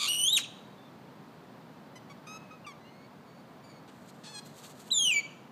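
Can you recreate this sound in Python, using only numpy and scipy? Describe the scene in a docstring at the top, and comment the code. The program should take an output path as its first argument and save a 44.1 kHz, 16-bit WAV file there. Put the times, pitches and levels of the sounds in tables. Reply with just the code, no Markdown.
"""A grackle-like bird calls from a pine: a rasp breaks into a rising whistle that snaps down,
then come soft nasal notes, faint thin tones, a dry sputtering hiss, a creak and a loud falling whistle.
Whistles are a few throat-shaped overtones, reedy notes a rough harmonic stack, hisses coloured noise.
Trunks and foliage scatter the calls over a faint, steady outdoor background of filtered noise."""
import sys
import numpy as np
from scipy import signal
from scipy.fft import rfft, irfft
from scipy.io import wavfile

SR = 44100
rng = np.random.default_rng(int(sys.argv[2]) if len(sys.argv) > 2 else 0)


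def persist_wave(psi):
    """Save psi, clipped to +-1, as 16-bit WAV."""
    counts = np.round(np.clip(psi, -1, 1) * 32767).astype(np.int16)
    wavfile.write(sys.argv[1], SR, np.atleast_2d(counts).T)


N = 242991


def undb(db):
    """Decibels to gain."""
    return 10 ** (np.asarray(db) / 20)


def unit(x):
    """Scale to rms 1."""
    return x / np.sqrt(np.mean(x ** 2) + 1e-20)


def noise(n):
    """White noise."""
    return rng.standard_normal(n)


def gain_at(hz, spectrum):
    """Gain of a (Hz, dB) spectrum at any frequency, drawn straight over log frequency."""
    f, db = np.transpose(spectrum)
    return undb(np.interp(np.log(np.maximum(hz, 1)), np.log(f), db))


def colour(x, spectrum, tilt_db=0):
    """Filter by a spectrum that falls away below its first point, with a tilt in dB per octave; rms 1."""
    hz = np.fft.rfftfreq(len(x), 1 / SR) + 1
    low_cut = np.minimum(hz / spectrum[0][0], 1) ** 2
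    gain = gain_at(hz, spectrum) * low_cut * undb(tilt_db * np.log2(hz))
    return unit(irfft(rfft(x) * gain, len(x)))


def wander(n, hz):
    """Smooth random drift up to about hz; spread 1."""
    f = np.fft.rfftfreq(n, 1 / SR)
    return unit(irfft(rfft(noise(n)) * np.exp(-.5 * (f / hz) ** 2), n))


def curves(table, before_s=0, after_s=0):
    """Sample times of a table's span, held a little before and after, and its columns along them."""
    s, *columns = np.transpose(table)
    first = int(max(s[0] - before_s, 0) * SR)
    t = np.arange(first, int((s[-1] + after_s) * SR)) / SR
    return t, *(np.interp(t, s, c) for c in columns)


def gate(n, attack_s, release_s):
    """Rounded rise and fall of a note."""
    t = np.arange(n) / SR
    ramp = np.minimum(t / attack_s, (t[-1] - t) / release_s)
    return np.sin(np.pi / 2 * np.clip(ramp, 0, 1)) ** 2


def add(out, start, x):
    """Mix a sound in at its time."""
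    i = max(int(start * SR), 0)
    out[i:i + len(x)] += x[:N - i]


def whistle(hz, throat, harmonics, depth, tilt_db, jitter, grit, flutter_hz=205, bend=0.013,
            shimmer_db=2.3, flutter_grit=3, air=.22):
    """A nearly pure tone, overtones swelling at throat resonances; membrane flutter adds sidebands."""
    n = len(hz)
    beat = np.sin(2 * np.pi * np.cumsum(flutter_hz * (1 + 0.014 * wander(n, 62))) / SR)
    shaken_hz = hz * (1 + jitter * wander(n, 250) + bend * depth * beat)
    phase = 2 * np.pi * np.cumsum(shaken_hz) / SR
    tone, power = 0, 0
    for k, db in enumerate(harmonics, 1):
        # higher overtones are grittier, the more so while the membrane flutters
        fuzz = grit * k * (1 + flutter_grit * depth) * (wander(n, 328.3) + 1j * wander(n, 348))
        gain = gain_at(k * hz, throat) * undb(db + tilt_db * np.log2(k)) * (k * hz < SR / 2)
        overtone = np.imag((1 + fuzz) * np.exp(1j * k * phase))
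        tone = tone + gain * undb(shimmer_db * wander(n, 104)) * overtone
        power = power + gain ** 2
    # air leaks past the fluttering membrane
    leak = air * depth * colour(noise(n), throat, tilt_db=-3)
    return (tone * np.sqrt(2 / power) + leak) * (1 + depth * beat)


def syrinx(hz, throat, rough, tilt_db=0, jitter=0.067, jitter_hz=450, air=0.31):
    """A reedy harmonic stack through the throat; roughness shakes the pitch and puffs air each cycle."""
    n = len(hz)
    phase = 2 * np.pi * np.cumsum(hz * (1 + jitter * rough * wander(n, jitter_hz))) / SR
    tone = 0
    for k in range(1, 18):
        gain = gain_at(k * hz, throat) * undb(tilt_db * np.log2(k)) * (k * hz < SR / 2)
        tone = tone + gain * np.sin(k * phase + rng.uniform(0, 2 * np.pi))
    puffs = colour(noise(n) * (1 + np.cos(phase)), throat, tilt_db)
    return unit(unit(tone) + air * rough * puffs)


def rising_whistle(scoop_s=.009, scoop_hz=110, dive_s=.043, dive_hz=3100, push_db=4.0, fade_db=-24,
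                   pure_from_hz=3050, pure_db_per_octave=-14, strain_db=5):
    """A fluttering whistle climbs and grows purer; after a last push it dives ever faster and dies."""
    # Course of the whistle. Each row: time in seconds, pitch in Hz, level in dB.
    course = [(0.088, 2846, -28.5), (0.13, 2937, -32), (0.138, 2875, -31), (0.176, 2893, -35),
              (0.188, 2952, -31), (0.23, 2977, -27.5), (0.276, 3229, -25), (0.3, 3606, -27),
              (0.316, 3617, -34), (0.332, 3880, -22.5), (0.352, 3771, -25)]
    # Membrane flutter, strongest near the start, pausing briefly, then lighter to the end.
    # Each row: time in seconds, depth from 0 to 1.
    flutter = [(.09, 0.05), (.135, 0.52), (.2, 0.35), (.24, 0), (0.262, 0.21)]
    # Throat and beak resonances. Each row: frequency in Hz, gain in dB.
    throat = [(800, -15), (1700, -13), (2600, -8.5), (3900, -3), (4900, -16), (5900, -5), (7100, 1),
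              (7800, -6), (8500, -1), (9050, 12.5), (9700, -7), (10800, 1), (11800, 5), (12800, -5.5),
              (14500, -7.5), (15300, -17)]
    # Strength of each harmonic at the membrane, from the fundamental up, in dB.
    harmonics = [4.5, -6, -12.5, -21.5, -18.5, -31]
    t, hz, db = curves(course, scoop_s, dive_s)
    scoop = np.maximum(course[0][0] - t, 0) / scoop_s
    dive = np.clip((t - course[-1][0]) / dive_s, 0, 1)
    hz = np.maximum(hz - scoop_hz * scoop ** 2 - dive_hz * dive ** 2, 500)
    db = db + np.interp(dive, [0, .17, .42, .64, 1], [0, -4, push_db, -2.5, fade_db])
    # high pitch thins the overtones, the strain of the dive brings them up
    purity = pure_db_per_octave * np.maximum(np.log2(hz / pure_from_hz), 0)
    tilt_db = purity + strain_db * dive * (1 - dive)
    depth = np.interp(t, *np.transpose(flutter))
    tone = whistle(hz, throat, harmonics, depth, tilt_db, jitter=.0035, grit=0.053)
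    return t[0], tone * undb(db) * gate(len(t), 0.0036, .0011)


def snap(start=.366, rise_s=0.02, decay_s=0.016, db=-30):
    """The rising whistle collapses into a short crack of noise."""
    t = np.arange(int(.09 * SR)) / SR
    shape = np.minimum(t / rise_s, 1) * np.exp(-np.maximum(t - rise_s, 0) / decay_s)
    # Each row: frequency in Hz, gain in dB.
    spectrum = [(600, -19), (1300, 0.5), (3200, 16.5), (5000, 4.5), (7000, 12), (10000, -1.5), (15000, -8)]
    return start, colour(noise(len(t)), spectrum) * shape * undb(db)


def falling_whistle(scoop_s=.013, scoop_hz=1300, scoop_db=-19, droop_s=.02, droop_hz=190, droop_db=-17,
                    first_tilt_db=-14, open_s=0.011):
    """The whistle scoops up to its top, gains overtones, slides down most of an octave and droops away."""
    # Course of the whistle. Each row: time in seconds, pitch in Hz, level in dB.
    course = [(4.916, 3987, -28), (4.922, 3980, -25.5), (4.944, 3595, -29), (4.982, 3497, -23),
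              (4.992, 3310, -26.5), (5.042, 3200, -27.5), (5.054, 3067, -23), (5.086, 2932, -26.5),
              (5.102, 2756, -25), (5.118, 2504, -27.5), (5.144, 2328, -30), (5.166, 2307, -26.5),
              (5.194, 2293, -30)]
    # Throat and beak resonances. Each row: frequency in Hz, gain in dB.
    throat = [(2200, 5.5), (2900, 2.5), (3400, 2), (4000, 14), (4600, -3.5), (5200, -22), (5950, 0),
              (6450, 6), (7050, 17), (7900, 5.5), (9800, 7.5), (11000, 5.5), (12500, 12), (15000, 4)]
    # Strength of each harmonic at the membrane, from the fundamental up, in dB.
    harmonics = [-1.5, -8.5, -19.5, -39, -39, -42]
    t, hz, db = curves(course, scoop_s, droop_s)
    scoop = np.maximum(course[0][0] - t, 0) / scoop_s
    droop = np.maximum(t - course[-1][0], 0) / droop_s
    hz = hz - scoop_hz * scoop ** 2 - droop_hz * droop ** 2
    db = db + scoop_db * scoop + droop_db * droop
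    tilt_db = first_tilt_db * np.exp(-(t - t[0]) / open_s)
    tone = whistle(hz, throat, harmonics, 0, tilt_db, jitter=0.0019, grit=0.015)
    return t[0], tone * undb(db) * gate(len(t), 0.00184, .0011)


def rasp(warble_hz=71, warble=0.063):
    """A rough, grainy low voice with a fast warble."""
    # Course of the opening rasp. Each row: time in seconds, pitch in Hz, level in dB.
    course = [(0, 1180, -34), (.03, 1168, -32.5), (.061, 1133, -31), (.069, 1236, -34.5), (.078, 1470, -31),
              (.094, 1586, -33)]
    # Throat and beak resonances. Each row: frequency in Hz, gain in dB.
    throat = [(600, -40.5), (1170, -8.5), (1750, -23), (2350, -6), (3500, 0), (4500, 0), (5400, -19.5),
              (6900, -3), (7900, -16.5), (9000, -14), (11500, -22.5), (15000, -37)]
    t, hz, db = curves(course)
    hz = hz * (1 + warble * np.cos(2 * np.pi * warble_hz * t + .5))
    grain = undb(2.2 * wander(len(t), 300))
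    voice = syrinx(hz, throat, rough=.6, jitter=.031, air=.75) * grain
    return t[0], voice * undb(db) * gate(len(t), 0.00031, 0.0062)


def creak(tilt_db=3, rough=.13, first_rough=1.25, clear_s=0.045, break_rough=0.71, break_s=0.0094):
    """Noise settles into a low nasal tone that swells and breaks off with a scrape."""
    # Course of the creak. Each row: time in seconds, pitch in Hz, level in dB.
    course = [(4.234, 874, -53), (4.27, 870, -47.5), (4.3, 874, -49.5), (4.328, 868, -53.5),
              (4.355, 837, -44.5), (4.378, 823, -45.5), (4.393, 828, -43), (4.405, 850, -63.5)]
    # Throat resonances. Each row: frequency in Hz, gain in dB.
    throat = [(850, -1.5), (2500, -7.5), (3400, -3), (4200, 0.5), (5100, -11.5), (6400, -10), (7500, -16.5),
              (8400, -6), (9600, -43), (10800, -21), (14000, -56)]
    t, hz, db = curves(course)
    clearing = first_rough * np.exp(-((t - t[0]) / clear_s) ** 2)
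    scrape = break_rough * np.exp((t - t[-1]) / break_s)
    voice = syrinx(hz, throat, rough + clearing + scrape, tilt_db)
    return t[0], voice * undb(db) * gate(len(t), 0.006, 0.0034)


def nasal_notes(arch=0.024, rough=.13, catch=0.55, catch_s=0.015):
    """Quiet nasal notes on arched pitches, each sagging by the arch's share at both ends."""
    # Each row: start in seconds, length in seconds, pitch in Hz, glide over the note in Hz, level in dB,
    # swell over the note in dB, tilt in dB per octave.
    notes = [(1.952, 0.042, 1013, -65, -53.5, -12, 4), (2.093, .042, 1123, -26, -51.5, -1, 1.5),
             (2.263, 0.1233, 1277, 77, -47.5, 1, 2.5), (2.504, 0.065, 1280, 51, -53.5, -13, -4),
             (2.661, 0.075, 1132, -172, -49, -16.5, 1)]
    # Throat with the beak nearly shut. Each row: frequency in Hz, gain in dB.
    throat = [(800, 2), (1280, 5.5), (1900, 3.5), (2550, 1.5), (3300, -4), (4200, -9), (5000, -8),
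              (5700, -12), (6400, -5), (7300, -28), (8400, -12), (9600, -36), (11200, -21.5), (15000, -47)]
    out = np.zeros(N)
    for start, length, pitch, glide, db, swell_db, tilt_db in notes:
        u = np.linspace(-1, 1, int(length * SR))
        hz = pitch * (1 - arch * u ** 2) + glide * u / 2
        # each note starts scratchy and clears as the membrane settles
        scratch = catch * np.exp(-np.arange(len(u)) / SR / catch_s)
        voice = syrinx(hz, throat, rough + scratch, tilt_db)
        add(out, start, voice * undb(db + swell_db * u / 2) * gate(len(u), 0.011, 0.017))
    return out


def thin_tones(waver_db=2.0):
    """Faint thin tones: whistles, chips, a far echo of the first call, a note's ringing tail."""
    # Each row: start in seconds, length in seconds, first pitch in Hz, last pitch in Hz, level in dB.
    tones = [(0.769, 0.13, 3540, 3550, -67.5), (2.378, 0.214, 2625, 2480, -66),
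             (2.64, 0.03, 2910, 2580, -52), (2.798, 0.28, 1986, 2260, -66.5),
             (2.833, 0.074, 2720, 2980, -63), (3.253, .17, 2220, 2285, -71.5),
             (3.629, 0.11, 2320, 2310, -64), (3.688, .11, 2230, 2206, -66.5)]
    # Resonances that shape them. Each row: frequency in Hz, gain in dB.
    throat = [(2300, 0.5), (4600, 2.5), (7000, -5.5), (9200, -12), (11500, -29), (14000, -34)]
    # Overtone balance by mean pitch. Each row: pitch in Hz, tilt in dB per octave.
    purity = [(2050, -9), (2330, 3), (2530, -32)]
    out = np.zeros(N)
    for start, length, first, last, db in tones:
        hz = np.linspace(first, last, int(length * SR))
        tilt_db = np.interp(hz.mean(), *np.transpose(purity))
        voice = syrinx(hz, throat, 0.19, tilt_db)
        waver = waver_db * wander(len(hz), 48)
        add(out, start, voice * undb(db + waver) * gate(len(hz), 0.016, 0.014))
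    return out


def hiss(n, tilt_db, grain_db=3, fade_s=.013):
    """A stretch of dry hiss: noise made grainy by fast level changes, then coloured."""
    # Colour of the sputter. Each row: frequency in Hz, gain in dB.
    spectrum = [(600, -25), (1200, -10), (2200, -8.5), (3300, -3), (4500, -1.5), (5300, -11), (6800, -3),
                (8500, -5), (9600, -15.5), (12500, -11.5), (15000, -22)]
    grains = noise(n) * undb(grain_db * wander(n, 670))
    return colour(grains, spectrum, tilt_db) * gate(n, 0.013, fade_s)


def sputter(puff_s=0.041, flicker_db=2, flicker_hz=22):
    """Short puffs over an uneven, flickering hiss that leads up to the falling whistle."""
    # Puffs of hiss. Each row: start in seconds, level in dB, tilt in dB per octave.
    puffs = [(3.87, -60.5, -5), (4.073, -58, 0), (4.446, -57.5, 3.5), (4.626, -51, -1), (4.689, -56.5, 2)]
    # Hiss that runs on between them. 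Each row: time in seconds, level in dB.
    course = [(3.9, -71), (4.2, -70.5), (4.54, -67), (4.585, -55.5), (4.66, -61), (4.755, -66),
              (4.81, -57.5), (4.845, -63), (4.875, -58), (4.905, -60)]
    out = np.zeros(N)
    for start, db, tilt_db in puffs:
        add(out, start, hiss(int(puff_s * SR), tilt_db) * undb(db))
    t, db = curves(course)
    flicker = flicker_db * wander(len(t), flicker_hz)
    add(out, t[0], hiss(len(t), tilt_db=2.0) * undb(db + flicker))
    return out


def trees(x, near_db=-20, near_s=0.014, far_db=-21, t60=.65, echo_s=.069, echo_db=-22):
    """Close branches blur the call, a hard face answers once, and the grove adds a dull tail."""
    # What the trees send back, laid over all the levels above. Each row: frequency in Hz, gain in dB.
    spectrum = [(1000, 7.5), (2000, -4), (2600, 5.5), (3700, 4.5), (4400, 5), (6000, 3), (7000, -3.5),
                (9000, -7.5), (15000, -24.5)]
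    t = np.arange(int(.8 * SR)) / SR
    near = (t > .002) * np.exp(-t / near_s)
    far = (1 - np.exp(-t / 0.018)) * np.exp(-np.log(1000) * t / t60)
    response = undb(near_db) * unit(near * noise(len(t))) + undb(far_db) * unit(far * noise(len(t)))
    response /= np.sqrt(len(t))  # unit energy before each level
    response[int(echo_s * SR)] += undb(echo_db)
    response = irfft(rfft(response) * gain_at(np.fft.rfftfreq(len(t), 1 / SR), spectrum), len(t))
    return signal.fftconvolve(x, response * gate(len(t), 0.00079, .1))[:N]


def background(level_db=-51.5, sway_db=-0.4):
    """Low distant rumble and smooth hiss from coloured noise, swaying slightly."""
    # Distant outdoor air. Each row: frequency in Hz, density in dB per Hz (relative).
    spectrum = [(18, -79), (30, -49.5), (53, -33), (139, -2), (200, -3), (234, -2), (328, -9), (953, -12),
                (2030, -23), (2310, -25), (2840, -27.5), (4540, -30), (5300, -35.5), (10400, -44),
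                (15000, -40.5)]
    return colour(noise(N), spectrum) * undb(level_db + sway_db * wander(N, 0.84))


def scene():
    """The bird, its reflections and the air."""
    bird = nasal_notes() + thin_tones() + sputter()
    for call in (rising_whistle, snap, falling_whistle, rasp, creak):
        add(bird, *call())
    return (bird + trees(bird) + background())[None]


def record(dry, top_hz=15300):
    """The recorder cuts the top steeply: an elliptic low-pass run both ways."""
    low_pass = signal.ellip(10, .1, 60, top_hz, fs=SR, output="sos")
    return signal.sosfiltfilt(low_pass, dry)


dry = scene()
out = record(dry)
persist_wave(out)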